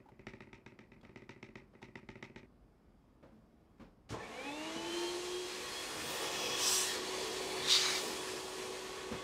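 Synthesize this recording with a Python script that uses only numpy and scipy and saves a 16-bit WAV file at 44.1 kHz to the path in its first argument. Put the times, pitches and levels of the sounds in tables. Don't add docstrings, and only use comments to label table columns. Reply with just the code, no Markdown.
import sys
import numpy as np
from scipy import signal
from scipy.fft import rfft, irfft, next_fast_len
from scipy.io import wavfile
from scipy.ndimage import uniform_filter1d, map_coordinates

SR = 44100
rng = np.random.default_rng(int(sys.argv[2]) if len(sys.argv) > 2 else 0)


def volts_from_db(level):
    exponent = np.asarray(level, float) / 20
    return 10 ** exponent


def master_out(mix):
    frames = np.transpose(np.atleast_2d(mix))
    ceiling = np.clip(frames, -1, 1)
    pcm = np.round(ceiling * 32767).astype(np.int16)
    wavfile.write(sys.argv[1], SR, pcm)


N = 407043

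# start_s, shell_db, thud_under_shell_db (a flatter finger gives more thud)
STRIKES = [(0.268, -37.5, -10), (0.405, -43, -9), (0.5298, -42, -13), (0.662, -42.5, -11),
           (0.7893, -44.5, -11.5), (0.918, -50, -8), (1.049, -48.5, -13), (1.159, -42, -9),
           (1.292, -39.5, -11.5), (1.4276, -40, -10), (1.5551, -40.5, -9.5), (1.827, -40.5, -10.5),
           (1.955, -40, -9.5), (2.0884, -40, -9.5), (2.2258, -37.5, -11.5), (2.36, -40.5, -10)]
# start_s, shell_db
REBOUNDS = [(0.0014, -58.5), (0.1183, -59), (0.193, -50.5), (0.3349, -45.5), (0.471, -56), (0.583, -60),
            (0.72, -55), (0.828, -63), (0.963, -60), (1.093, -53), (1.22, -50.5), (1.361, -54.5),
            (1.488, -52.5), (1.619, -58), (1.751, -55.5), (1.8843, -54), (2.0294, -57.5), (2.155, -47),
            (2.2975, -53), (2.43, -54.5)]
# delay_s, level_db
BOTTLE_BOUNCES = [
    (0.0009, -0.5),
    (0.0059, -1.5),
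    (0.0092, -1),
]
# pitch_hz, width_hz, level_db
BOTTLE_WALL = [(548, 26, -3), (906, 51, 1.5), (1263, 102, -6.5), (1610, 110, -5.5), (1880, 232, 1),
               (2075, 336, 2.5), (2356, 190, 1), (2530, 190, -1.5)]
# pitch_hz, width_hz, level_db
UPPER_WALL = [(3000, 350, -5.5), (3740, 360, -4), (4320, 420, -11.5), (5530, 1100, -10),
              (8000, 1200, -31.5)]
# pitch_hz, width_hz, level_db
BOTTLE_AIR = [(130, 45, 2), (206, 100, -1), (360, 138, 1), (534, 40, -14.5)]
TAPPING_ENDS_S = 2.465

SWITCH_ON_S, TOP_SHAFT_HZ = 4.1, 374.6
# missing_hz, time_constant_s
RUN_UP = [
    (177.54, 0.19),
    (134.5, 0.55),
]
# time_s, unbalance_db, low_tones_db, fan_over_low_tones_db
MOTOR_LEVELS = [(4.1, -85.5, -80, -9), (4.24, -60, -64, -9), (4.3, -63, -61, 1), (4.38, -64, -43, -4.5),
                (4.48, -47.5, -50.5, 5.5), (4.68, -45.5, -51.5, -1.5), (4.84, -47, -52, 4),
                (4.98, -38, -48, -1), (5.22, -44, -58, 0), (5.36, -40, -61.5, 8), (5.52, -49.5, -56, -9),
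                (5.75, -56, -60, 9), (5.95, -63, -60, -4), (6.12, -58, -59, 3), (6.3, -50.5, -56.5, 7),
                (6.5, -50, -52, 2), (7.0, -46.5, -61, -3), (8.2, -47.5, -56, -2), (8.5, -49.5, -61, -20),
                (9.23, -50, -51, -10.5)]
# multiple_of_shaft, level_db
LOW_ORDERS = [(3, -4.5), (4, -12)]
# multiple_of_shaft, level_db
BLADE_ORDERS = [(8, -14), (9, -0.5)]
# time_s, second_order_db, bearing_db
WARBLE = [(4.25, -75, -80), (4.38, -50, -75), (4.47, -60, -70), (4.62, -50.5, -62), (4.72, -54, -58),
          (4.82, -53, -51), (4.92, -60, -58), (5.04, -59, -47), (5.2, -63, -60), (5.4, -69, -64),
          (5.8, -66, -65.5), (6.5, -59, -58), (7.6, -81, -59), (8.2, -72, -55.5), (9.23, -68, -66)]
# time_s, level_db
VANES = [(4.16, -80), (4.3, -70), (4.36, -60), (4.43, -66), (4.51, -56), (4.58, -63), (4.7, -64),
         (4.8, -60), (4.92, -55), (5.07, -53), (5.12, -64), (5.3, -85)]
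# pitch_hz, width_hz, level_db
HOUSING = [(487, 40, -2), (646, 18, 12), (856, 20, 9.5), (915, 18, 8), (960, 22, 5), (1106, 54, 3),
           (1680, 50, 15), (2304, 34, 10), (2730, 580, 2.5), (2885, 140, 11.5), (3250, 270, 6),
           (3900, 290, 8), (5200, 150, -11)]

# time_s, nozzle_nearness_db, exhaust_nearness_db, nozzle_aim_at_microphone_db
AIRFLOW = [(4.1, -64, -65, 0), (4.18, -65, -49.5, -3), (4.23, -64, -56.5, 3), (4.31, -62.5, -55.5, 3.5),
           (4.58, -56, -56, -1), (4.84, -53, -54, -2.5), (5.0, -49, -54.5, -1.5), (5.4, -51, -56, -2),
           (5.76, -51, -54, 2), (6.2, -48, -49, 2), (6.5, -45.5, -49, -4.5), (7.0, -47.5, -51.5, -1.5),
           (7.2, -45, -50.5, -0.5), (7.66, -48.5, -49.5, 2), (8.03, -44.5, -49.5, 4), (8.21, -48, -53, 2.5),
           (8.7, -51, -54.5, 1), (9.23, -55, -56.5, -1)]
# pitch_hz, level_db_per_hz
ROAR = [(35, -49), (60, -17), (319, -3.5), (375, -5), (417, -2.5), (569, -6.5), (818, -10.5), (1100, -11),
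        (1230, -15), (1500, -22), (1950, -40), (3300, -120)]
# pitch_hz, level_db_per_hz
RUSH = [(700, -12.5), (1000, -2), (1250, -1.5), (1500, -4.5), (1850, -1.5), (2400, -1.5), (3100, -8),
        (4200, -7.5)]
# pitch_hz, level_db_per_hz
HISS = [(1800, -27), (2800, 3), (3500, 0.5), (5000, 1.5), (6500, 0.5), (8500, -5), (11000, -22),
        (14000, -44)]
# pitch_hz, level_db_per_hz
FIZZ = [(6500, 1), (8500, 4), (11000, -1), (13000, -7), (16000, -36)]
# pitch_hz, level_db_per_hz
SHEEN = [(11500, -23), (13000, -4), (15000, -1), (16500, -10)]
# pitch_hz, width_hz, level_db
HOSE = [(457, 58, 0.5), (677, 150, -3), (863, 49, 3), (1110, 61, -1), (1360, 70, -7), (1740, 160, -3.5),
        (2120, 70, -10.5), (2520, 92, -4), (3000, 120, -15), (3350, 110, -3.5), (4240, 175, -4.5),
        (4850, 90, -12.5), (5560, 130, -12.5), (6360, 83, -10)]

# time_s, whistle_db, gap_shape (0 early, 1 late), choke_db
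FIRST_SUCK = [(6.55, -73, 0.084, 3), (6.6, -49, 0.017, 6), (6.63, -36.5, 0.015, 9), (6.67, -33, 0.092, 10),
              (6.72, -34, 0.24, 10.5), (6.77, -33.5, 0.89, 11), (6.84, -38.5, 0.96, 8),
              (6.87, -56, 0.87, 8.5), (6.96, -61, 0.54, 4.5), (6.99, -58, .9, 1.5)]
# pitch_hz, width_hz, level_db
FIRST_GAP = ([(1070, 230, -9), (3380, 380, -6), (5110, 93, 5), (5650, 87, 3.5), (6150, 180, -2),
             (7700, 82, -4), (8700, 73, -24)], [(3500, 150, -3), (5280, 130, -8), (5830, 160, 4),
             (6300, 130, -0.5), (7450, 160, -2), (7730, 130, 0), (8400, 200, -1), (8800, 250, -9),
             (9600, 300, -24)])
# time_s, whistle_db, gap_shape (0 early, 1 late), choke_db
SECOND_SUCK = [(7.62, -45.5, 0, 1.4), (7.67, -42, 0, 4.5), (7.69, -32.5, 0.12, 10),
               (7.705, -30, 0.096, 16.3), (7.73, -27.5, 0, 14.4), (7.752, -28, 0.089, 16),
               (7.76, -28.5, 0.088, 14.4), (7.79, -34.5, 0.16, 12.8), (7.86, -34.5, 0.96, 6.6),
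               (7.98, -36, 0.4, 3.8), (8.03, -56, 0.92, 0.91)]
# pitch_hz, width_hz, level_db
SECOND_GAP = [(1310, 420, -20), (2065, 120, -3.5), (3350, 27, -5), (3690, 15, 1), (3755, 260, 6),
              (4730, 150, 1.5), (5630, 110, -3)], [(1170, 560, -9), (2280, 110, 0.5), (3030, 65, -7),
              (3840, 180, 4), (4140, 94, 1.5), (4680, 54, -6), (5220, 76, 1), (6300, 86, -3),
              (6670, 76, -2)]
# time_s, mouth_db, gap_shape
ARRIVE = [
    (5.3, -67, -3),
    (5.5, -56, 1.5),
    (5.65, -55, -0.5),
    (5.78, -52.5, 3),
    (5.9, -56, 2),
    (6.05, -64, 4),
]
# pitch_hz, width_hz, level_db
ARRIVE_NOTES = ([(2280, 60, 0), (2850, 69, -9), (4180, 60, 3), (4550, 88, -3)], [(1970, 46, -7),
                (2700, 100, -3), (3260, 60, -10), (4320, 68, 5), (5070, 82, 3)])
# time_s, mouth_db, gap_shape
SWING = [
    (5.9, -64, 1),
    (6.1, -49, 0),
    (6.25, -50.5, 0.5),
    (6.45, -44, 2),
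    (6.58, -46.5, 1),
    (6.66, -41, 1),
]
# pitch_hz, width_hz, level_db
SWING_NOTES = ([(1800, 110, -1), (2604, 160, -14), (3550, 390, 2), (5300, 200, 0), (13900, 2500, -7)],
               [(1820, 80, -7), (2560, 98, 0), (3170, 200, -5), (5050, 190, -3.5), (5840, 170, -1),
               (14200, 2500, -23)])
# time_s, mouth_db, gap_shape
SLIDE = [
    (6.82, -64, -4),
    (6.88, -41.5, -7),
    (6.96, -44.5, 1.5),
    (7.0, -51, -1),
    (7.1, -52.5, 2.5),
    (7.3, -50.5, -0.3),
    (7.45, -53, .95),
    (7.58, -47.5, 6),
    (7.66, -48, -3),
]
# pitch_hz, width_hz, level_db
SLIDE_NOTES = ([(1840, 170, -2.5), (3280, 49, 0), (3920, 66, 0), (4450, 80, -2), (5070, 200, -6),
               (7200, 140, -16), (10600, 60, -14)], [(1740, 170, -7), (2300, 110, 2), (2500, 86, -8),
               (3460, 80, -1), (4140, 46, 4), (4490, 95, 4), (8840, 150, -13)])
# time_s, mouth_db, gap_shape
LIFT = [
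    (7.98, -57, -4),
    (8.06, -48, -1.5),
    (8.2, -54, 0.5),
    (8.38, -52, -0.5),
    (8.5, -63, 10),
    (8.8, -59, .9),
    (9.2, -62, 4),
]
# pitch_hz, width_hz, level_db
LIFT_NOTES = ([(1820, 130, -5), (2480, 170, -3), (3380, 34, -2), (4440, 120, -5), (4940, 90, -1),
              (5400, 110, -3), (7100, 60, -6)], [(1750, 82, -10), (2540, 94, 1), (3240, 80, 6),
              (4520, 140, 2)])
# start_s, peak_db
LIP_SNAPS = [(7.7024, -16.5), (7.712, -17), (7.7197, -17), (7.7254, -21), (7.7344, -21), (7.7414, -20),
             (7.751, -20), (7.7614, -21), (7.772, -16), (7.776, -23), (7.7834, -26), (7.7957, -24),
             (7.8183, -23)]
# pitch_hz, width_hz, level_db
LIP_RING = [(3250, 300, -6), (3820, 180, 1), (4800, 300, -1.5), (6500, 2500, -17.5)]

# start_s, level_db, length_s, darkness_db_per_octave
CAP = (850, 8.3), [(0.057, -60, 0.033, 12), (0.086, -56, 0.027, 8.5), (1.816, -58.5, 0.048, 4)]
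RIM = (3400, -2.3), [(1.011, -56, .012, 3.1), (1.029, -65, .012, 2.5)]
CARTRIDGE = (540, -2.9), [(1.03, -54.5, 0.085, 9.4), (1.733, -60, 0.071, 9.5), (3.226, -55.5, 0.2, 10.7),
             (3.78, -71, .04, 4), (3.814, -55.5, 0.13, 10.6)]
DESK = (220, 4.7), [(3.318, -63.5, 0.38, 17), (3.796, -55.5, 0.17, 8.5), (4.192, -59, .02, 6),
        (4.76, -45, .07, 3.6)]
SWITCH = (550, -14), [(4.09, -51.5, 0.14, 1.9)]
LID = (1040, -4), [(4.137, -41.5, 0.1, 11)]
CASING = (111.4, 1.9), [(4.103, -45, 0.15, 9.6), (4.121, -41, 0.082, 9.2), (9.121, -43, 0.12, 5.8)]
TRAY = (237, 12.4), [(9.113, -45, 0.061, 7.3)]
PANEL = (1780, 16), [(4.198, -62, 0.12, 6)]
GRILLE = (2260, 14), [(4.228, -61.5, 0.13, 6)]

# delay_s, level_db
EARLY_ECHOES = [(0.016, -25), (.018, -4.5), (0.027, -35), (.031, -7.5), (0.039, -10)]
# pitch_hz, time_to_fall_60_db_s
ROOM_DECAY = [(100, 1), (500, 0.21), (2000, 0.28), (8000, 0.13)]
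# pitch_hz, level_db_per_hz
HUSH = [(12, -46), (20, -15), (48, -3.5), (71, -13), (142, -14.5), (227, -10.5), (260, -12.5), (283, -14),
        (518, -23), (1150, -29.5), (1650, -37), (4460, -47.5), (4840, -47.5), (6210, -51), (14600, -56)]
# pitch_hz, level_db
FAR_WHINES = [(2169, -101), (4753, -100), (5265, -102)]


def unit(x):
    return x / np.sqrt(np.mean(x ** 2) + 1e-20)


def along(points, hz):
    f, v = np.transpose(points)
    return np.interp(np.log(hz + 1), np.log(f + 1), v)


def curves(rows):
    s, *columns = np.transpose(rows)
    t = np.arange(N) / SR
    gate = np.clip((t - s[0]) * 200, 0, 1) * (t <= s[-1] + 0.01)
    return [np.interp(t, s, column) for column in columns] + [gate]


def wobble(rate):
    knots = rng.standard_normal(int(N * rate / SR) + 4)
    return map_coordinates(knots, [np.arange(N) * rate / SR])


def filtered(x, response):
    m = next_fast_len(len(x) + SR // 2)
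    return irfft(rfft(x, m) * response(np.fft.rfftfreq(m, 1 / SR)), m)[:len(x)]


def resonances(modes, turn=-1):
    def response(f):
        total = 0
        for k, (centre, width, db) in enumerate(modes):
            damping = 1j * f * width
            total = total + turn ** k * volts_from_db(db) * damping / (centre * centre - f * f + damping)
        return total
    return response


def air(spectrum, patchy_db):
    z = signal.stft(rng.standard_normal(N + 512), nperseg=512)[2]
    patches = uniform_filter1d(rng.standard_normal(z.shape), size=2, axis=0)
    patches = uniform_filter1d(patches, size=24, axis=1)
    x = signal.istft(z * volts_from_db(patchy_db * unit(patches)), nperseg=512)[1][:N]
    lowest, highest = spectrum[0][0], spectrum[-1][0]
    return unit(filtered(x, lambda hz: volts_from_db(along(spectrum, hz)) * (hz > lowest) * (hz < highest)))


def room(x, tail_db, early_db):
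    hz, t, z = signal.stft(rng.standard_normal(SR // 2), SR, nperseg=256)
    decay = volts_from_db(-60 * t / along(ROOM_DECAY, hz)[:, None])
    tail = signal.istft(z * decay, SR, nperseg=256)[1]
    tail *= np.clip(np.arange(len(tail)) / SR / 0.011, 0, 1)
    answer = volts_from_db(tail_db) * tail / np.linalg.norm(tail)
    answer[0] += 1
    for delay_s, db in EARLY_ECHOES:
        answer[round(delay_s * SR)] += volts_from_db(db + early_db)
    return signal.fftconvolve(x, answer)[:len(x)]


def taps():
    n = round(TAPPING_ENDS_S * SR) + SR // 4
    t = np.arange(SR // 4) / SR
    contact, hard, push = np.zeros((2, n)), np.zeros(n), np.zeros(n)
    swell = np.sin(np.pi * np.minimum(t / 0.014, 1) ** 0.47) ** 2
    rise = np.clip((t - 0.006) / (0.014 - 0.006), 0, 1) ** 2
    touch = volts_from_db(-60 * t / 0.00051)
    rows = [(s, db, volts_from_db(db + thud_db)) for s, db, thud_db in STRIKES]
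    rows += [(s, db, -volts_from_db(-57 + 0.71 * (db + 54.5))) for s, db in REBOUNDS]
    rows.sort()
    for (s, db, thud), (grit_noise, sand) in zip(rows, rng.standard_normal((len(rows), 2, len(t)))):
        k = round(s * SR)
        scrape = 0.36 * grit_noise * swell * volts_from_db(-60 * t / 0.026)
        tick = 0.18 * volts_from_db(0.4 * (db + 33) - 60 * abs(t - 0.0042) / 0.000088)
        rattle = touch + scrape + tick
        grains = sand * rise * volts_from_db(2.5 * unit(uniform_filter1d(grit_noise, size=100)))
        wall_grains = grains * volts_from_db(-18 - 60 * t / 0.21)
        upper_grains = grains * volts_from_db(-16.5 - 60 * t / 0.17)
        grip = np.pi / 4 * (1 + np.tanh(3 * sand[0]))
        hands = [np.cos(grip), np.sin(grip)]
        contact[:, k:k + len(t)] += np.outer(hands, volts_from_db(db + 19.0) * (rattle + wall_grains))
        hard[k:k + len(t)] += volts_from_db(db + 13.5 + 0.32 * (db + 37.5)) * (rattle + upper_grains)
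        for after_s, bounce_db in BOTTLE_BOUNCES:
            push[k + round(after_s * SR):][:100] -= thud * volts_from_db(10.5 + bounce_db) * np.hanning(100)

    def wall(shift):
        return lambda hz: resonances(BOTTLE_WALL)(hz / shift) + 0.1 / (1 + 1j * hz / 4000)

    squeeze = 1.035
    heard = filtered(contact[0], wall(1 / squeeze ** 0.5)) + filtered(contact[1], wall(squeeze ** 0.5))
    heard = heard + filtered(hard, resonances(UPPER_WALL))
    heard = heard + room(filtered(push, resonances(BOTTLE_AIR, turn=1)), tail_db=-16, early_db=-10)
    soft_hz = 10500
    heard = filtered(heard, lambda hz: 1 / (1 - (hz / soft_hz) ** 2 + 1.1j * hz / soft_hz) ** 2)
    stop = np.clip((TAPPING_ENDS_S - np.arange(n) / SR) * 200, 0, 1)
    return np.pad(heard * stop, (0, N - n))


def shaft():
    since = np.maximum(np.arange(N) / SR - SWITCH_ON_S, 0)
    return TOP_SHAFT_HZ - sum(hz * np.exp(-since / tau) for hz, tau in RUN_UP)


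def motor():
    unbalance_db, low_db, fan_db, on = curves(MOTOR_LEVELS)
    blade_db = low_db + fan_db
    turn = 2 * np.pi * np.cumsum(shaft()) / SR

    def tone(k, db, drift):
        level = volts_from_db(db + 2.0 + drift * 4.5 * wobble(26))
        shudder = 0.084 * wobble(150) + 0.079 * wobble(35)
        return level * np.sin(k * turn + drift * wobble(40) + k * shudder)

    low = sum(tone(k, low_db + db - 3.5, drift=0.39) for k, db in LOW_ORDERS)
    blades = sum(tone(k, blade_db + db - 7.0, drift=0.68) for k, db in BLADE_ORDERS)
    second_db, bearing_db, heard = curves(WARBLE)
    pair = heard * (tone(2, second_db, drift=0.29) + tone(2.612, bearing_db, drift=0.25))
    vane_db, singing = curves(VANES)
    vanes = singing * tone(12, vane_db, drift=0.5)
    ring = filtered(on * (low + blades), lambda hz: 0.28 + resonances(HOUSING)(hz))
    unbalance = on * tone(1, unbalance_db, drift=0.3)
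    return unbalance + pair + vanes + room(ring, tail_db=-10, early_db=-12)


def flow():
    nozzle_db, exhaust_db, aim_db, on = curves(AIRFLOW)
    speed_db = 20 * np.log10(shaft() / TOP_SHAFT_HZ)
    puff_db = 10.5 * np.clip(1 - (np.arange(N) / SR - SWITCH_ON_S) / 0.078, 0, 1)
    first_db, second_db = curves(FIRST_SUCK)[2], curves(SECOND_SUCK)[2]
    choke_db = first_db + second_db
    rush_db = -51.5 + 1.8 * np.minimum(speed_db + 2.5, 0) + 0.078 * np.minimum(nozzle_db + 58.5, 0)
    rush_db = rush_db + 0.71 * (exhaust_db + 49.0) + 8 * np.tanh(choke_db / 4) + 0.81 * puff_db
    fizz_db = nozzle_db + aim_db - 10 + 0.93 * speed_db
    fizz_db = fizz_db + 1.93 * first_db + 0.27 * second_db + 1.8 * puff_db
    sheen_db = fizz_db - 13.5 + 0.32 * (fizz_db + 54) + 0.86 * speed_db + 0.7 * puff_db
    flicker = wobble(30)
    roar = volts_from_db(exhaust_db - 0.38 * choke_db + 6.0) * air(ROAR, patchy_db=1.5)
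    rush = volts_from_db(rush_db + 1.4 * flicker) * air(RUSH, patchy_db=1.5)
    hiss = volts_from_db(nozzle_db + choke_db + puff_db + 0.4 * flicker) * air(HISS, patchy_db=0.7)
    fizz = volts_from_db(fizz_db + 2 + 0.4 * flicker) * air(FIZZ, patchy_db=1.8)
    sheen = volts_from_db(sheen_db) * air(SHEEN, patchy_db=-2)
    streams = roar + rush + hiss + fizz + sheen
    hose = on * filtered(streams, lambda hz: 0.57 + 0.5 * abs(resonances(HOSE)(hz)))
    moved = wobble(1.3)
    places = np.cos(moved) * hose, np.sin(moved) * hose
    return hose + sum(room(part, tail_db=-8.5, early_db=-13) - part for part in places)


def whistle(suck, gap):
    level_db, share, *_, on = curves(suck)
    heard = on > 0
    share = np.clip(share, 0, 1)[heard]
    jet = (rng.standard_normal(N) * volts_from_db(1.16 * wobble(130)))[heard]
    early, late = (unit(filtered(jet, resonances(modes))) for modes in gap)
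    out = np.zeros(N)
    out[heard] = (on * volts_from_db(level_db))[heard] * (np.sqrt(1 - share) * early + np.sqrt(share) * late)
    return out


def lip_flutter():
    blows, t = np.zeros(N), np.arange(200) / SR
    for (s, db), puff in zip(LIP_SNAPS, rng.standard_normal((len(LIP_SNAPS), len(t)))):
        blows[round(s * SR):][:len(t)] += volts_from_db(db + 13 - 60 * t / 0.0033) * puff
    return filtered(blows, resonances(LIP_RING))


def knocks():
    out, t = np.zeros(N + SR), np.arange(SR // 2) / SR
    hz = np.fft.rfftfreq(len(t), 1 / SR)
    parts = CAP, RIM, CARTRIDGE, DESK, SWITCH, LID, CASING, TRAY, PANEL, GRILLE
    rows = sorted(bump + part for part, bumps in parts for bump in bumps)
    for row, noise in zip(rows, rng.standard_normal((len(rows), len(t)))):
        s, db, length, dark_db, hollow_hz, hollow_db = row
        colour = volts_from_db(-dark_db * np.log2(1 + hz / 250)) * (hz / (hz + 90)) ** 2 / (1 + (hz / 7000) ** 4)
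        bump = unit(irfft(rfft(noise) * colour, len(t)))
        unsteady = 0.85 * unit(uniform_filter1d(noise, size=300))
        note = np.sin(2 * np.pi * hollow_hz * t + unsteady)
        fade = volts_from_db(-30 * t / length) * (1 - np.exp(-t / 0.0028))
        out[round(s * SR):][:len(t)] += volts_from_db(db) * (bump + volts_from_db(hollow_db) * note) * fade
    return out[:N]


def hush():
    t = np.arange(N) / SR
    whine = np.zeros(N)
    for hz, db in FAR_WHINES:
        level = volts_from_db(db + 3 + 1.2 * wobble(11))
        whine += level * np.sin(2 * np.pi * hz * t + 0.61 * wobble(23))
    return volts_from_db(-64.5 + 0.22 * wobble(2.6)) * air(HUSH, patchy_db=1.5) + whine


def scene():
    passes = [(FIRST_SUCK, FIRST_GAP), (SECOND_SUCK, SECOND_GAP), (ARRIVE, ARRIVE_NOTES),
              (SWING, SWING_NOTES), (SLIDE, SLIDE_NOTES), (LIFT, LIFT_NOTES)]
    whistles = sum(whistle(suck, gap) for suck, gap in passes)
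    mono = taps() + motor() + flow() + whistles + lip_flutter() + knocks() + hush()
    return np.array([mono, mono])


def low_pass(x):
    return signal.sosfilt(signal.butter(12, 15750, fs=SR, output="sos"), x)


def record(dry):
    mono = filtered(dry[0], lambda hz: 1 / (1 + (33 / (hz + 1)) ** 6) * (hz < 15740))
    return low_pass(np.array([mono, mono]))


dry = scene()
out = record(dry)
master_out(out)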